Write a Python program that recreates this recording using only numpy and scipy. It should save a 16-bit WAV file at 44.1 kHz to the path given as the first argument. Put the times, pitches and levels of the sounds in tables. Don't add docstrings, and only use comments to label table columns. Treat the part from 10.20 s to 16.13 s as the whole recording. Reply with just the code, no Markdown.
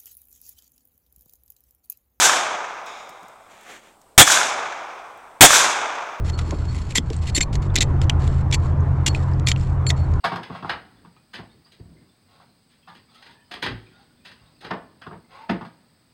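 import sys
import numpy as np
from scipy import signal
from scipy.fft import rfft, irfft, next_fast_len
from scipy.io import wavfile

SR = 44100
rng = np.random.default_rng(int(sys.argv[2]) if len(sys.argv) > 2 else 0)


def materialize(psi):
    bounded = np.clip(np.atleast_2d(psi).T, -1, 1)
    quanta = np.round(bounded * 32767).astype(np.int16)
    wavfile.write(sys.argv[1], SR, quanta)


N = 261557
TIME = np.arange(N) / SR


def undb(db):
    return 10 ** (np.asarray(db) / 20)


def unit(x):
    return x / np.sqrt(np.mean(x ** 2) + 1e-20)


def read(points, hz):
    table_hz, value = np.transpose(points)
    return np.interp(np.log(np.maximum(hz, 1)), np.log(table_hz), value)


def colour(x, points):
    size = next_fast_len(len(x) + 4096)
    gain = undb(read(points, np.fft.rfftfreq(size, 1 / SR)))
    return irfft(rfft(x, size) * gain, size)[:len(x)]


def band(x, low_hz, high_hz, order=3):
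    edges_hz = [low_hz, min(high_hz, .45 * SR)]
    return signal.sosfilt(signal.butter(order, edges_hz, "band", fs=SR, output="sos"), x)


def walk(rate_hz):
    knots = rng.standard_normal(400)
    return np.interp(TIME * rate_hz, np.arange(len(knots)), knots)


def add(out, start_s, sound):
    i = max(int(start_s * SR), 0)
    out[i:i + len(sound)] += sound[:max(N - i, 0)]


# hz, t60_s
ROOM_T60 = [(80, 0.17), (260, 0.4), (700, 0.25), (1800, 0.24), (4800, 0.15), (12000, 0.067)]


def bedroom(direct_db, late_db=-31, late_t60_s=1.52, mixing_s=.04, sparsest=0.03):
    t = TIME[:int(.7 * SR)]
    edges_hz = 40 * 2 ** np.arange(10)
    density = np.clip((t / mixing_s) ** 2, sparsest, 1)
    present = rng.random(len(t)) < density
    echoes = rng.standard_normal(len(t)) * present / np.sqrt(density)
    tail = 0
    for low_hz, high_hz in zip(edges_hz, edges_hz[1:]):
        t60_s = read(ROOM_T60, np.sqrt(low_hz * high_hz))
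        fade = undb(-60 * t / t60_s) + undb(late_db - 60 * t / late_t60_s)
        tail = tail + band(echoes, low_hz, high_hz, order=1) * fade
    response = tail / np.sqrt(np.sum(tail ** 2))
    response[0] += undb(direct_db)
    return response


def contact(contact_ms, t, lead_s, graze_db, rise_share=0.64):
    age = np.maximum(t - lead_s, 0) * 1000 / max(contact_ms, 1)
    graze = undb(graze_db) * np.minimum(t / lead_s, 1) ** 2
    force = (1 - np.exp(-age / rise_share) + graze) * np.exp(-age)
    chatter = rng.standard_normal(len(t)) ** 3 * force
    return chatter / np.sqrt(np.sum(chatter ** 2))


def ringing(modes, age_s, contact_ms, scatter_db, detune):
    ring = 0
    for hz, level_db, t60_s in modes:
        favour, shift, phase_rad_over_2pi = rng.standard_normal(3)
        fade = undb(level_db + scatter_db * favour - 60 * age_s / t60_s)
        ring = ring + fade * np.sin(2 * np.pi * (hz * (1 + detune * shift) * age_s + phase_rad_over_2pi))
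    return ring * (1 - np.exp(-age_s * 2000 / max(contact_ms, 1)))


# low_hz, high_hz
REGISTERS = [(52, 135), (150, 450), (450, 1700), (1700, 3300), (3300, 5600), (5600, 15000)]


def landings(events, thump_db, treble_db):
    centres_hz = np.sqrt(np.prod(REGISTERS, axis=1))
    octaves = np.log2(centres_hz[3:] / centres_hz[2])
    landed = []
    for start_s, contact_ms, level_db, weight_db, bright_db_per_oct in events:
        body_db = level_db + weight_db
        upper_db = level_db + bright_db_per_oct * octaves + treble_db
        landed.append((start_s, contact_ms, body_db + thump_db, body_db, level_db, *upper_db))
    return landed


def blows(events, modes, tone, ring_db, graze_db, direct_db, thump_lag_s, scatter_db=2, detune=0.0011):
    out, t = np.zeros(N), TIME[:int(.7 * SR)]
    lead_s, attack = .007, int(.03 * SR)
    age_s = np.maximum(t - lead_s, 0)
    corners = [bedroom(direct_db) for _ in range(2)]
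    sounds = []
    for _, contact_ms, *_ in events:
        crack = 0
        for paths in corners:
            touch = contact(contact_ms, t[:3 * attack], lead_s, graze_db)
            crack = crack + signal.fftconvolve(touch, paths)[:len(t)]
        ring = ringing(modes, age_s, contact_ms, scatter_db, detune)
        sounds.append(unit(colour(crack, tone)) + undb(ring_db) * unit(ring))
    for k, (low_hz, high_hz) in enumerate(REGISTERS):
        lag_s, build = (thump_lag_s, attack // 3) if k == 0 else (0, 0)
        parts = band(np.array(sounds), low_hz, high_hz)
        for (start_s, _, *levels_db), part in zip(events, parts):
            loud = part[int(lead_s * SR) + build:][:attack]
            add(out, start_s - lead_s + lag_s, undb(levels_db[k]) * part / np.std(loud))
    return out


# hz, gain_db
ROOM_TONE = [(25, -28.5), (45, -5), (62, -9), (90, 1), (130, 1.5), (240, -1.5), (400, -13.5), (1000, -17.5),
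             (2500, -20), (6000, -36)]
# hz, gain_db
HISS = [(500, 0), (3000, -8.5), (4900, 2), (5800, -16.5), (6400, -12.5), (7300, -22), (7850, -8),
        (8100, 4.5), (8450, -10.5), (9300, -6.5), (10500, -29), (14000, -23), (15200, -8)]
# middle_s, length_s, level_db
SHIFTS = [(0.65, 0.6, -57), (1.38, 0.1, -59), (1.72, 0.24, -54), (2.25, 0.17, -67), (3.723, 0.64, -65),
          (4.75, 1, -61.5)]


def background(tone_db=-64, hum_hz=240, hum_db=-69, hiss_db=-65.5, rest_db=-76):
    tone = unit(colour(rng.standard_normal(N), ROOM_TONE)) * undb(tone_db + 0.4 * walk(5.7))
    hum = np.sin(2 * np.pi * hum_hz * TIME) * undb(hum_db + 2 * walk(6.7))
    load = undb(rest_db)
    for middle_s, length_s, level_db in SHIFTS:
        load = load + undb(level_db) * np.exp(-(2 * (TIME - middle_s) / length_s) ** 2)
    rumble = unit(band(rng.standard_normal(N), 70, 286, order=2)) * load * undb(2 * walk(17))
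    hiss = undb(hiss_db) * unit(colour(rng.standard_normal(N), HISS))
    return tone + hum + rumble + hiss


def fidgets(count=110, softest_db=-61, span_db=6, t60_s=0.04, low_hz=900, high_hz=5000, within_s=.4):
    out, t = np.zeros(N), TIME[:SR // 10]
    for which, when, pitch, size in rng.random((count, 4)):
        start_s = CLACKS[int(which * len(CLACKS))][0] + within_s * (2 * when - 1)
        hz = low_hz * (high_hz / low_hz) ** pitch
        fade = undb(softest_db + span_db * size - 60 * t / t60_s)
        add(out, start_s, fade * np.sin(2 * np.pi * hz * t))
    return signal.fftconvolve(out, bedroom(-4.5))[:N]


# start_s, contact_ms, level_db, bass_weight_db, brightness_db_per_octave
KNOCKS = [(0.04, 11, -16.5, -14.5, -5.5), (0.117, 13, -23.5, -3, -8.5), (0.158, 2.9, -31.5, -26, -4),
          (0.298, 7.5, -35, 4, -15), (0.349, 3, -35, -26, -7.5), (0.425, 3.2, -35, -0.5, -8.5),
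          (0.446, 3.2, -29, -1.5, -14.5), (0.848, 4.1, -48, -0.5, -9), (0.964, 1.5, -59.5, -1, -3.5),
          (1.458, 8.7, -60.5, -18, -2.5), (2.198, 12, -51.5, -14, -9), (2.673, 24.4, -43, -7, -5),
          (4.866, 1.8, -36.5, 0, -9.5), (4.911, 1.9, -40, 3.5, -14.5), (5.41, 6.8, -34.5, -1.5, -9.5),
          (5.448, 9.5, -41.5, -6, -6)]
# hz, level_db, t60_s
HOLLOW_MODES = [(172.5, 0.5, 0.3), (768, 5, 0.11), (942, -1, 0.3), (1097, 19.5, 0.034), (1203, 1.5, 0.21),
                (1397, -6.5, 0.047), (1437, 6, 0.062), (1727, -11.5, 0.14), (2680, 2, 0.039)]
# hz, gain_db
HOLLOW_TONE = [(50, -21.5), (110, -3), (180, 1.5), (280, -7), (550, -6), (800, 4.5), (1250, -2.5),
               (1550, -2), (1900, -9), (2600, -16), (5000, -13.5)]


def knocks():
    events = landings(KNOCKS, thump_db=-7, treble_db=[0, -.5, 2.5])
    return blows(events, HOLLOW_MODES, HOLLOW_TONE,
                 ring_db=-2, graze_db=-20, direct_db=0, thump_lag_s=0.00858)


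# start_s, contact_ms, level_db, bass_weight_db, brightness_db_per_octave
THUDS = [(0.168, 14, -32.5, -3.5, -23), (1.188, 10.3, -41, 5, -8.5), (1.598, 2, -64, 21, -7),
         (1.81, 22, -66.5, 17, -4), (3.497, 5.9, -50, 16, -14), (4.51, 3.1, -24.5, -3, -7.5),
         (4.535, 2.6, -35, 3, -9), (4.925, 9.6, -40, -1, -12), (5.295, 5.5, -22.5, 4, -7),
         (5.311, 3.3, -45, 24.5, -0.5), (5.345, 3.6, -54, 15, -5)]
# hz, level_db, t60_s
FURNITURE_MODES = [(62, -8, 0.1), (110.2, -7.5, 0.32), (164, 1.5, 0.16), (191, 7, 0.14), (225.5, 0, 0.092),
                   (332.8, -2, 0.26), (374, -14, 0.13), (451, -11.5, 0.33), (687, -3, 0.23),
                   (860, -17, 0.35), (933, -8, 0.16), (1820, -5, 0.054)]
# hz, gain_db
FURNITURE_TONE = [(50, 7), (80, -17), (120, 2), (205, 2.5), (310, -2), (480, -8.5), (720, -6), (1200, -10),
                  (1800, -16), (3000, -26.5), (5000, -26.5)]


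def thuds():
    events = landings(THUDS, thump_db=-19, treble_db=[4, -.5, -1])
    return blows(events, FURNITURE_MODES, FURNITURE_TONE,
                 ring_db=-3.0, graze_db=-6.0, direct_db=2.5, thump_lag_s=0.0021)


# start_s, length_s, rub_db, grit_db, swell_db (start to end)
SLIDES = [(0.195, 0.23, -48.5, -86, 21), (0.413, 0.1, -44, -68, 26), (2.046, .27, -62, -70.5, -7),
          (2.86, 0.34, -60, -62.5, -6), (3.637, 0.26, -65, -73, 8), (4.153, 0.23, -62.5, -73, -7),
          (4.402, 0.095, -45, -69, 1), (5.075, .21, -47, -76, 0.5)]
# hz, width_hz, level_db
SLIDE_MODES = [(826, 450, 3.5), (1106, 55, 0.5), (1250, 82, 1), (1750, 230, -8.5)]


def slides(catch_db=3, arch=1.2, grit_hz=2000, grit_top_hz=5200):
    rub, grit = np.zeros(N), np.zeros(N)
    for start_s, length_s, rub_db, grit_db, swell_db in SLIDES:
        progress = np.clip((TIME - start_s) / length_s, 0, 1)
        push = np.abs(np.sin(np.pi * progress)) ** arch * undb(swell_db * (progress - .5))
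        rub += push * undb(rub_db)
        grit += push * undb(grit_db)
    slips = rng.standard_normal(N) ** 3 * undb(catch_db * walk(45))
    body = 0
    for hz, width_hz, level_db in SLIDE_MODES:
        body = body + undb(level_db) * band(slips, hz - width_hz / 2, hz + width_hz / 2, order=1)
    rasp = band(slips, grit_hz, grit_top_hz, order=2)
    return signal.fftconvolve(rub * unit(body) + grit * unit(rasp), bedroom(0.81))[:N]


# start_s, contact_ms, level_db, bass_weight_db, brightness_db_per_octave
CLACKS = [(0.233, 2, -42, -10, -1), (0.496, 3, -22.5, -14, -4.5), (1.136, 16.5, -39.5, -5, -0.5),
          (1.52, 5.3, -67.5, 7, 5), (2.5, 30, -72.5, -3, 3.5), (2.75, 9.7, -57, 3.5, 1),
          (2.946, 9.3, -70, -8, 6), (3.025, 4, -53, -15, 0), (3.06, 13, -52, -4.5, -1),
          (3.11, 4, -62, 6.5, 1.5), (3.315, 5, -40.5, -4.5, 0), (3.34, 2.4, -41.5, -5.5, 0),
          (3.426, 8.4, -27.5, -3, -0.9), (3.463, 3, -28.5, -4, -3), (4.051, 14, -49, -6, 1.15),
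          (4.115, 2.5, -53, 0, 0), (4.41, 7.3, -59.5, 9.5, 3.5), (4.447, 4.1, -40, 1.5, -2.5),
          (4.818, 2.3, -43.5, -19, -4)]
# hz, level_db, t60_s
HARD_MODES = [(371, -0.5, 0.58), (1010, 4, 0.14), (1195, 6, 0.3), (1456, 7, 0.44), (1794, 18.5, 0.07),
              (2057, 11.5, 0.39), (2397, 21, .2), (2660, -15, 0.096), (2810, 9, 0.3), (4150, -4, 0.081),
              (4700, 2, 0.12)]
# hz, gain_db
HARD_TONE = [(50, 7), (120, 3.5), (370, -4.5), (500, -2.5), (750, 6.5), (1400, 4), (1950, 9.5), (2650, 6.5),
             (3600, -8.5), (5000, -8.5)]


def clacks():
    events = landings(CLACKS, thump_db=-9, treble_db=[3, 1, -3])
    return blows(events, HARD_MODES, HARD_TONE,
                 ring_db=-11.5, graze_db=-3.5, direct_db=-1.0, thump_lag_s=0.0116)


# start_s, pitch_hz, level_db, length_s
SQUEAKS = [(0.965, 1222, -56.5, 0.011), (1.446, 4800, -57.5, 0.013), (2.195, 1166, -65, .025),
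           (2.215, 737, -59.5, 0.022), (2.947, 3740, -63, 0.053), (2.947, 1327, -53.5, 0.021),
           (3.045, 944, -59.5, 0.16), (3.147, 1780, -61, 0.066), (3.3, 705, -45, 0.054),
           (3.659, 1436, -63, 0.19), (3.666, 2480, -55.5, 0.014), (3.745, 3610, -64, 0.025),
           (3.756, 786, -59.5, 0.073), (5.115, 1098, -47.5, 0.068), (5.180, 877, -42.5, 0.07)]


def squeaks(waver=0.03, glide=0.047, flutter_db=5):
    out, room = np.zeros(N), bedroom(0)
    for start_s, pitch_hz, level_db, length_s in SQUEAKS:
        progress = np.linspace(0, 1, int(length_s * SR))
        n = len(progress)
        hz = pitch_hz * (1 + glide * (progress - .5) + waver * walk(300)[:n])
        grip = undb(flutter_db * walk(150)[:n]) * signal.windows.tukey(n, .4)
        tone = signal.fftconvolve(grip * np.sin(2 * np.pi * np.cumsum(hz) / SR), room)
        add(out, start_s, undb(level_db) * tone / np.std(tone[:n]))
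    return out


# start_s, contact_ms, level_db
BUMPS = [(1.19, 14, -41), (1.602, 2.1, -40), (1.652, 6.4, -45), (1.7, 5, -49), (3.474, 5.3, -39.5),
         (3.499, 17, -33), (3.533, 8.4, -36), (3.559, 6, -52), (4.206, 30, -53)]
BUMP_DB = [2.5, -21, -20.5, -29, -34.5, -33]


def bumps():
    events = [(start_s, contact_ms, *np.add(level_db, BUMP_DB)) for start_s, contact_ms, level_db in BUMPS]
    return blows(events, FURNITURE_MODES, FURNITURE_TONE,
                 ring_db=3.5, graze_db=-16.0, direct_db=4.5, thump_lag_s=0)


# hz, gain_db
MIC = [(30, -2), (100, -6), (3000, -2.5), (5000, -0.5), (5700, -18.5), (6400, -11.5), (7300, -21),
       (8300, -11.5), (9300, -14.5), (11000, -23), (15500, -21)]


def scene():
    handling = fidgets() + knocks() + thuds() + slides() + clacks() + squeaks() + bumps()
    return (colour(handling, MIC) + background())[None]


def record(dry, top_hz=15900):
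    return signal.sosfilt(signal.ellip(10, .2, 70, top_hz, fs=SR, output="sos"), dry)


dry = scene()
out = record(dry)
materialize(out)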